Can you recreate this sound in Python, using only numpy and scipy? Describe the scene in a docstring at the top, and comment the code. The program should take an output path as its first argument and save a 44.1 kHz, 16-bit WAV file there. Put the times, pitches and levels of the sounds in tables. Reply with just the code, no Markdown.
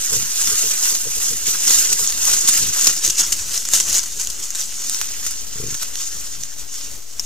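"""A wood at night: a sow and her piglets shuffle through dry leaves a step from a two-port microphone.
Leaves are thousands of snaps of a cycle or two; hooves crush many at once, in crunches that stop short.
Twigs break as ring, fizz, knock and splinters. The sow grunts low: fold pulses ring chest and throat.
Ground, bodies and trunks add a short scattered tail; slow air and circuit hiss lie beneath."""
import sys
import numpy as np
from scipy import signal
from scipy.fft import rfft, irfft
from scipy.io import wavfile
from scipy.ndimage import uniform_filter1d

SR = 44100
rng = np.random.default_rng(int(sys.argv[2]) if len(sys.argv) > 2 else 0)


def file_out(sig):
    """Save sig as 16-bit WAV at sys.argv[1]."""
    # one column per channel
    cols = np.atleast_2d(sig).T
    # limit, then scale
    lim = np.clip(cols, -1, 1)
    pcm = np.round(lim * 32767).astype(np.int16)
    wavfile.write(sys.argv[1], SR, pcm)


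N = 319725

# shuffles of hooves and snouts: (time of height [s], level [dB], time to sink 10 dB [s], at least 0.01)
SHUFFLES = [(.13, -19.5, 0.12), (0.401, -19, 0.19), (.59, -19.5, 0.27), (.71, -18.5, -0.13),
            (.85, -16, 0.1), (.95, -16, -0.17), (1.25, -22, 0.26), (1.48, -15.5, 0.07), (1.7, -14.5, 0.19),
            (1.8, -19.5, 0.19), (1.924, -18.5, 0.02), (2.03, -20, 0.32), (2.28, -14.5, 0.16),
            (2.488, -10.5, 0.0154), (2.539, -14.5, 0.19), (2.76, -21.5, 0.1), (2.83, -16, 0.14),
            (2.89, -14, 0), (3.052, -15, 0.04), (3.2, -12.5, 0.0331), (3.331, -16.5, 0.01),
            (3.54, -18, 0.06), (3.75, -12.5, 0.0645), (3.89, -19, 0.08), (3.95, -19.5, 0.07),
            (4.06, -24.5, 0), (4.21, -25.5, 0.09), (4.44, -30.5, 0.25), (4.598, -20.5, 0.06),
            (4.84, -27, 0.28), (4.93, -25, 0.08), (5.265, -27, 0.13), (5.58, -29.5, 0.12), (5.71, -29, 0.1),
            (5.82, -21.5, 0.04), (6.0, -24, 0.055), (6.41, -32, 0.07), (6.6, -28.5, 0.03),
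            (6.78, -28, 0.16), (7.2, -27.5, 0)]
# small stirring that never stops, dying down as the herd settles: (time [s], level [dB])
STIRRING_BED = [(0, -25), (.2, -23), (.33, -26.5), (1.15, -23.5), (1.4, -31), (3.25, -24.5), (3.44, -27),
                (4.7, -33), (5.1, -27.5), (5.45, -32.5), (6.25, -29.5), (6.5, -35), (7.05, -39.5),
                (7.25, -34)]
# where the stirring is: (time [s], left minus right [dB], lead of the left port [us])
STIRRING_PLACE = [(0, -2, 66), (1.5, -1.5, 58.5), (2.9, 0.2, 51), (3.1, 0, 5), (4.04, 0.5, 1.5),
                  (4.7, 0, 6.5), (5.0, -1, 57), (6.0, 0, 42), (6.9, -0.5, 28), (7.25, -.5, -6)]
# thinnest leaf snaps: (time [s], level [dB])
THIN_SNAPS = [(0, 0.5), (1.5, 0.5), (4, -3), (4.8, -1.5), (7.25, -4)]
# leaf litter's colour with the housing's ring: (frequency [Hz], relative level [dB per Hz])
LITTER_COLOUR = [(110, -56.5), (170, -20), (360, -19), (800, -23.5), (1540, -14), (2270, -17.5),
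                 (2860, -12), (3620, -13.5), (4650, -10), (5900, -2), (6600, 0.5), (7800, -3.5),
                 (10100, -11), (14600, -15), (15500, -22)]
# crunches under hooves: (time [s], level [dB], weight of the thick snaps [dB])
CRUNCHES = [(0.9017, -18, 1), (1.0984, -27, -14), (1.6773, -12, -8), (1.926, -5.5, -9.5),
            (2.3338, -4.5, -0.5), (2.4743, -4.5, -14), (2.843, -6, -10), (2.8689, 4, -4),
            (3.048, -7.5, -10), (3.0978, -6, -13), (3.1799, -7, -9), (3.321, -6.5, -5.5),
            (3.651, -12.5, -2.5), (3.7345, -4, -3), (3.8004, -3, 1), (3.927, -12, -6), (3.9443, -4.5, -6),
            (3.9805, -5, -5.5), (4.0313, -14.5, 2), (4.196, -13, -1), (4.299, -16, -6), (4.5489, -12, -1),
            (5.263, -11.5, 0), (5.742, -15.5, 2), (6.0677, -18.5, -12)]
# breaking twigs: (time [s], level [dB], ring [Hz], left minus right [dB], share of brittle fizz [0-1])
TWIGS = [(0.473, 1, 5850, 1.5, 0.3), (1.6787, 2, 6100, 3, 0), (1.708, 5, 6580, 2, 0.3),
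         (1.8722, -7, 6720, -1.5, 0.1), (2.0749, -2, 6660, 4, 0.06), (2.0926, -11, 6550, 0, 0.3),
         (2.1033, -5, 6290, 2, 0.2), (2.1236, -4.5, 4480, -1, 0.5), (2.2535, -4.5, 9040, -2.5, 0.2),
         (2.3697, -6, 6160, 1, .3), (2.4874, -1, 6400, 1, 0), (2.812, -5, 7320, 3, 0.14),
         (2.8953, -5, 5510, 0, 0.1), (2.8999, -4, 6370, -1, .3), (3.0485, -1.5, 6460, 2, 0.05),
         (3.0634, -5, 6720, 1, 0.1), (3.0777, -1.5, 6300, -1, .1), (3.1053, -3.5, 6120, 6, .1),
         (3.1978, -2, 5830, 2, 0.15), (3.207, -2, 6290, 0, 0), (3.5772, -2, 6000, 2, 0.3),
         (3.6879, -4.5, 7060, 4, 0.4), (3.7355, 7, 6840, 1, 0.45), (3.8869, -9, 5940, 1, .3),
         (3.955, -3, 6980, 3, 0.2), (3.9931, -3, 5770, 4, .1), (4.2488, -10, 6460, 2, 0.3),
         (4.2722, -3.5, 6900, 1, 0.37), (4.5051, -6.5, 6260, 1, 0.3), (4.6137, -8, 5860, 2, 0.4),
         (4.8967, -2.5, 8200, -5, 0.47), (4.9462, -5, 6000, 6, 0.43), (5.0138, -6, 6030, 0, 0.7),
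         (5.3097, -11, 10080, -2, 0.4), (5.6727, -14, 6170, 3, 0.04), (5.8303, -8, 5900, 0, 0.7),
         (5.9558, -8.5, 6120, -8, 0.44), (6.4356, -9.5, 6060, -9, 0.26), (6.7415, -16.5, 5770, 1, 0.3),
         (7.1961, -4, 5570, 6, 0.18), (7.1996, -10.5, 5700, 4, 0.05)]
# sow's grunts: (time [s], length [s], pulse rate [per s], level [dB], throat at onset [Hz],
# throat over chest before closing [dB])
GRUNTS = [(0.105, 0.11, 64, -39, 502, 0), (0.213, 0.041, 57, -47, 300, -11),
          (0.496, 0.047, 53, -45.5, 500, 4), (0.621, 0.059, 66, -44, 500, 7),
          (0.716, 0.034, 65, -53, 490, 19), (.91, 0.042, 70, -51.5, 500, 4),
          (1.052, 0.05, 66, -43.5, 505, 5), (1.152, .045, 100, -50, 476, 13),
          (1.303, 0.059, 69, -43.5, 490, 0), (1.466, 0.039, 69, -46.5, 455, 7),
          (1.539, .04, 80, -49.5, 398, 3), (1.891, 0.073, 75, -45.5, 473, 3),
          (1.997, 0.039, 62, -46, 490, 4), (2.298, 0.078, 58, -48, 384, 2),
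          (2.428, 0.038, 50.2, -45.5, 414, 8), (2.584, 0.13, 53, -39, 510, -13),
          (2.872, 0.048, 50, -46, 383, 2), (3.06, 0.055, 54, -44, 413, 1), (4.15, .055, 67, -54, 425, 10),
          (4.368, 0.068, 57, -54, 414, 24), (5.557, .2, 24, -37, 450, -4),
          (6.346, 0.11, 60, -50.5, 404, -13)]
# chest modes: (nominal frequency [Hz], width [Hz], relative level [dB])
CHEST_MODES = [(55, 50, -9), (128, 38, 1), (215, 50, -5)]
# slow air: (frequency [Hz], relative level [dB per Hz])
AIR_COLOUR = [(1, -16), (25, -20), (45, -20.5), (90, -24), (110, -34.5), (200, -33.5), (500, -37.5),
              (700, -43)]
# circuit hiss: (frequency [Hz], relative level [dB per Hz])
HISS_COLOUR = [(150, -40), (230, -5.5), (450, -6), (800, -7.5), (2000, -12.5), (4000, -8), (6300, -3),
               (10000, -16), (15500, -8)]
# converter offset, one row per channel, left first: (offset [full scale])
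CONVERTER_OFFSET = [
    [-.0406],
    [-.0265],
]

RISE_SHARE, ROUNDING = 0.48, 1.27  # swell time over sink time; power that rounds a shuffle's top
SNAPS_PER_S, THICK_DB = 26000, -2.5  # THICK_DB: weight of the thick low snaps
CRUNCH_RISE_S, CRUNCH_10DB_S = 0.0013, 0.0098  # a crunch holds, then stops short: 10 dB down by the latter
CRUNCH_THIN_DB = -2.5  # crushed leaves hold fewer of the thinnest snaps
TICKS_PER_S, TICK_OVER_STIR_DB, TICK_HZ = 45, 8, 6430  # small stems that tick by chance
FIZZ_BAND_HZ = (1790, 9200)
KNOCK_DB, KNOCK_DB_PER_DB = -23, 1.1  # louder break: thicker twig, heavier knock
SECOND_BEAT, GRUNT_FADE_DB = 0.45, -2
LITTER_TAIL_DB, TWIG_TAIL_DB, SOW_TAIL_DB = -5.5, -11, -5.5  # near twigs sound dry
TAP_SETS_PER_S = 23
AIR_DB, AIR_SHARED, HISS_DB, HISS_SHARED = -43.5, 0.58, -44, 0.042
BAND_LIMIT_HZ = 15600


def leaves(spread_db=0.46, clump_db=1.2, count=14):
    """Each leaf snaps for a cycle or two at a pitch set by its size; snaps come in clumps."""
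    at = np.flatnonzero(rng.random(N) < SNAPS_PER_S / SR)
    size_db = spread_db * np.minimum(rng.exponential(1, len(at)), 5)
    size = gain_of(size_db) * rng.choice([-1., 1.], len(at))
    clumps_db = clump_db * wander(45.0) + 0.5 * wander(380.0)
    size *= gain_of(clumps_db)[at]
    size *= stir()[at] * np.sqrt(N / np.sum(size ** 2))
    kind = rng.integers(0, count, len(at))

    crunch_at, crunch_size, crunch_weight_db = crunches()
    crunch_at = np.minimum(crunch_at.astype(int), N - 1)
    side_db, lead_us = follow(STIRRING_PLACE), follow(STIRRING_PLACE, column=2)
    thin_db = follow(THIN_SNAPS)
    pitches_hz = np.geomspace(250, 15000, count)
    snaps = np.array([leaf_snap(hz) for hz in pitches_hz])
    out = np.zeros((2, N))
    for k, (hz, snap) in enumerate(zip(pitches_hz, snaps)):
        thick, thin = float(hz < 3000), float(hz > 7500)
        scatter_us = 320. if hz < 750 else 18.  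# the dullest snaps reach each port by its own way
        mine = at[kind == k]
        # leaves of one size come and go underfoot
        patch_db = (1.48 + 1.2 * thick) * wander(10.8)[mine] + thin * thin_db[mine]
        snap_size = size[kind == k] * gain_of(patch_db + thick * THICK_DB)
        train = to_ports(mine, snap_size, side_db[mine], lead_us, scatter_us)
        share = rng.uniform(0.025, 0.44, len(crunch_size)) * rng.choice([-1., 1.], len(crunch_size))
        crushed = crunch_size * share * gain_of(thick * crunch_weight_db + thin * CRUNCH_THIN_DB)
        train += to_ports(crunch_at, crushed, side_db[crunch_at], lead_us, scatter_us)
        out += signal.oaconvolve(train, snap[None], axes=1)[:, :N]
    return signal.oaconvolve(out, litter_filter(snaps)[None], axes=1)[:, :N]


def leaf_snap(hz):
    """One leaf: a fast-damped sine of a cycle or two."""
    t = np.arange(1024) / SR
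    return evened(t * np.exp(-2.2 * hz * t) * np.sin(2 * np.pi * hz * t + 1)) / 32


def litter_filter(snaps):
    """Gives the sum of all leaf sizes the colour of the litter as the housing passes it."""
    hz = np.fft.rfftfreq(8192, 1 / SR)
    summed = np.sqrt(np.mean(abs(rfft(snaps, 8192)) ** 2, axis=0))
    colour = gain_of(read(LITTER_COLOUR, hz))
    band = (hz > 3500) & (hz < 12000)
    colour /= np.sqrt(np.sum(colour[band] ** 2) / len(hz))
    return causal(colour / summed)


def stir():
    """Stirring strength: every shuffle swells quickly and sinks slowly over the bed."""
    t, power = np.arange(0, N / SR, .002), 0
    for s, level_db, sink_s in SHUFFLES:
        away = np.where(t < s, (s - t) / RISE_SHARE, t - s) / max(sink_s, .01)
        power = power + gain_of(level_db - 10 * away ** ROUNDING) ** 2
    return np.sqrt(np.interp(np.arange(N) / SR, t, power) + gain_of(follow(STIRRING_BED)) ** 2)


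def crunches():
    """A quick burst of splinters that stops short, as (sample, size, weight [dB])."""
    parts, n = [], np.arange(1200)
    t = n / SR
    for s, level_db, weight_db in CRUNCHES:
        size, chance = rng.standard_normal((2, len(n)))
        ticks = (evened(uniform_filter1d(chance, size=50)) > .45) | (n < 80)  # the first tick is sure
        rise = 1 - np.exp(-t / CRUNCH_RISE_S)
        shape = rise * gain_of(level_db - 10 * (t / CRUNCH_10DB_S) ** 2)
        parts.append([n + round(s * SR), shape * size * ticks, weight_db + 0 * n])
    return np.concatenate(parts, axis=1)


def to_ports(at, size, side_db, lead_us, scatter_us):
    """Clicks from scattered places reach the two ports at different times and levels."""
    at = np.minimum(at, N - 1)
    late = (lead_us[at] + scatter_us * rng.standard_normal(len(at))) * SR / 10 ** 6
    dithered = np.floor(late + rng.random(len(at))).astype(int)  # whole samples, right on average
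    right = np.clip(at + dithered, 0, N - 1)
    tilt = gain_of(side_db / 2)
    return np.array([np.bincount(at, size * tilt, N), np.bincount(right, size / tilt, N)])


def twigs():
    """Each break reaches the ports at its own level and a third of the stirring's delay."""
    out = np.zeros((2, N + 2048))
    turns_per_us = np.fft.rfftfreq(2048, 1 / SR) * 1e-6
    place_s, _, lead_us = np.transpose(STIRRING_PLACE)
    for s, level_db, hz, side_db, brittle in [*TWIGS, *stem_ticks()]:
        sound = twig_break(level_db, hz, np.clip(brittle, 0, 1))
        # twigs lie nearer the middle than the stirring
        late_us = np.interp(s, place_s, lead_us) / 3
        later = irfft(rfft(sound) * np.exp(-2j * np.pi * turns_per_us * late_us))
        at = round(s * SR)
        port_db = level_db + np.array([[side_db], [-side_db]]) / 2
        out[:, at:at + len(sound)] += gain_of(port_db) * [sound, later]
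    return out[:, :N]


def stem_ticks():
    """Small stems tick at chance times, louder where the stirring is; rows as in TWIGS."""
    when = np.sort(rng.uniform(0, N / SR, round(TICKS_PER_S * N / SR)))
    luck = rng.standard_normal((len(when), 3))
    stir_db = 20 * np.log10(stir()[(when * SR).astype(int)])
    level_db = stir_db + TICK_OVER_STIR_DB + 1.7 * luck[:, 0]
    hz, side_db = TICK_HZ * (1 + .08 * luck[:, 1]), 2.2 * luck[:, 2]
    return np.c_[when, level_db, hz, side_db, rng.uniform(0, .6, len(when))]


def twig_break(level_db, hz, brittle):
    """A ring of a millisecond, a broad brittle fizz, a dull knock and a few splinters."""
    t = np.arange(2048) / SR
    draw = rng.standard_normal((4, len(t)))
    crack = t ** 2 * np.exp(-t / 0.00023) * np.sin(2 * np.pi * hz * t)
    fizz = np.diff(t * np.exp(-t / 0.00034) * draw[0], prepend=0)
    fizz += t * np.exp(-t / 0.00039) * draw[0]
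    fizz = signal.lfilter(*signal.butter(1, FIZZ_BAND_HZ, "band", fs=SR), fizz)
    knock = signal.lfilter([.3], [1, -.75], np.exp(-t / 0.0018) * draw[1])
    splinters = ring(np.exp(-t / 0.0028) * draw[2] * (draw[3] > 1.75), hz, 1500.)
    sound = (1 - brittle) * crack / crack.max() + brittle * 1.5 * fizz / abs(fizz).max()
    return sound + 0.091 * splinters + gain_of(KNOCK_DB + KNOCK_DB_PER_DB * level_db) * knock


def grunts():
    """Fold pulses ring the chest and a throat that drops and dulls as the mouth shuts."""
    out = np.zeros(N)
    for s, length_s, rate, level_db, throat_hz, mouth_db in GRUNTS:
        n = round((length_s + .08) * SR)  # 0.08 s for the ring to die
        done = np.clip(np.arange(n) / SR / length_s, 0, 1)
        pulses = fold_pulses(n, length_s, rate, done)
        chest = sum(gain_of(mode_db) * ring(pulses, hz * (1.05 - 0.061 * done), width_hz)
                    for hz, width_hz, mode_db in CHEST_MODES)
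        throat_now_hz = throat_hz * (1 - 0.17 * done)
        throat = evened(ring(ring(pulses, throat_now_hz, 160.0), throat_now_hz, 160.0))
        throat *= gain_of(mouth_db - 25 * (done - .3) ** 2)
        out[round(s * SR):][:n] += gain_of(level_db) * evened(evened(chest) + throat)
    return out * gain_of([[1.2], [-1.2]])


def fold_pulses(n, length_s, rate, done):
    """Slow, uneven pulses of the vocal folds, each with a weaker second beat, and leaking air."""
    beats = np.arange(int(length_s * rate) + 1)
    chance = rng.standard_normal((40, 2))[:len(beats)]
    pulses = np.zeros(n)
    for offset, strength in ((0, 0.73), (.63, SECOND_BEAT)):
        at = (beats + offset) / rate + .0012 * chance[:, 0] * (beats > 0)  # jitter spares the first
        swell = .6 + .4 * np.sin(np.pi * np.clip(at / length_s, 0, 1) ** .6)
        push = strength * swell * (at < length_s) * gain_of(1.5 * chance[:, 1])
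        push *= np.clip(4 * at / length_s, 0, 1) if offset else 1  # the second beat creeps in
        push *= gain_of(GRUNT_FADE_DB * (at / length_s) ** 2)
        np.add.at(pulses, np.clip(at * SR, 0, n - 1).astype(int), -push)
    pulses += .0004 * rate * np.sin(np.pi * done) * rng.standard_normal(n)  # air leaks past the folds
    return np.convolve(pulses, signal.windows.hann(64))[:n]


def woods(x, t60_s, count=9):
    """A short scattered tail, its echo pattern crossfading steadily through several random sets."""
    out, turn = 0, np.arange(N) / SR * TAP_SETS_PER_S
    for k in range(count):
        taps = np.zeros((2, 6000))
        at = np.arange(20, 5980, 20) + rng.integers(0, 20, (2, 298))
        np.put_along_axis(taps, at, rng.choice([-1., 1.], at.shape), 1)
        taps *= gain_of(-60 * np.arange(6000) / SR / t60_s)
        taps /= np.linalg.norm(taps, axis=1)[:, None]
        # rotating the sets breaks up steady comb lines
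        gap = np.clip(((turn - k) % count) - 1, -1, 1)
        out = out + signal.oaconvolve(x * np.cos(np.pi / 2 * gap), taps, axes=1)[:, :N]
    return out


def slow_air():
    """Low noise, partly shared by the ports, whose level wanders."""
    level_db = AIR_DB + 3.5 * wander(3.3) + np.array([[.8], [-.8]])
    return gain_of(level_db) * coloured(AIR_COLOUR, AIR_SHARED)


def circuit_hiss():
    """Steady circuit noise, almost independent in the two channels."""
    return gain_of(HISS_DB) * coloured(HISS_COLOUR, HISS_SHARED)


def coloured(points, shared):
    """Two channels of noise with a shared part and rms 1."""
    a, b = rng.standard_normal((2, N))
    z = rfft(np.array([a, shared * a + np.sqrt(1 - min(shared, 1) ** 2) * b]))
    return evened(irfft(z * gain_of(read(points, np.fft.rfftfreq(N, 1 / SR))), N))


def wander(cutoff_hz):
    """Low-passed chance with rms 1."""
    lowpass = signal.butter(2, cutoff_hz, fs=SR, output="sos")
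    return evened(signal.sosfilt(lowpass, rng.standard_normal(N + SR))[SR:])


def ring(x, hz, width_hz):
    """A mode struck by clicks; its pitch may move."""
    turn = np.exp(2j * np.pi * np.cumsum(hz * np.ones(len(x))) / SR)
    decay = np.exp(-np.pi * width_hz / SR)
    return (turn * signal.lfilter([1], [1, -decay], x / turn)).imag


def causal(gain, size=4096):
    """Minimum-phase impulse response: starts at once and has the given gain."""
    log_gain = np.log(np.maximum(np.r_[gain, gain[-2:0:-1]], 1e-5))
    return np.fft.ifft(np.exp(log_gain - 1j * signal.hilbert(log_gain).imag)).real[:size]


def read(points, hz):
    """A spectrum table on a log-frequency axis."""
    f, value = np.transpose(points)
    return np.interp(np.log(hz + 1), np.log(f + 1), value)


def follow(rows, column=1):
    """One column of a time table at every sample."""
    table = np.array(rows, float)
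    return np.interp(np.arange(N) / SR, table[:, 0], table[:, column])


def gain_of(db):
    """Amplitude factor of a level in dB."""
    return 10 ** (np.asarray(db) / 20)


def evened(x):
    """Scales to rms 1."""
    return x / np.sqrt(np.mean(x ** 2) + 1e-20)


def scene():
    """Leaves, twigs and grunts with their scatter, over air and hiss."""
    litter, breaks, sow = leaves(), twigs(), grunts()
    upper = signal.lfilter(*signal.butter(2, 300, "high", fs=SR), sow)  # trunks scatter little bass
    scatter = woods(gain_of(LITTER_TAIL_DB) * litter + gain_of(TWIG_TAIL_DB) * breaks, t60_s=0.053)
    scatter += gain_of(SOW_TAIL_DB) * woods(upper, t60_s=0.07, count=3)
    return litter + breaks + sow + scatter + slow_air() + circuit_hiss()


def record(dry):
    """Converter offset, hard clipping at full scale, the band limit, and clipping again."""
    edge = signal.firwin(511, BAND_LIMIT_HZ, window=("kaiser", 9), fs=SR)
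    clipped = np.clip(dry + np.array(CONVERTER_OFFSET), -1, 1)
    return np.clip(signal.oaconvolve(clipped, edge[None], "same", axes=1), -1, 1)


dry = scene()
out = record(dry)
file_out(out)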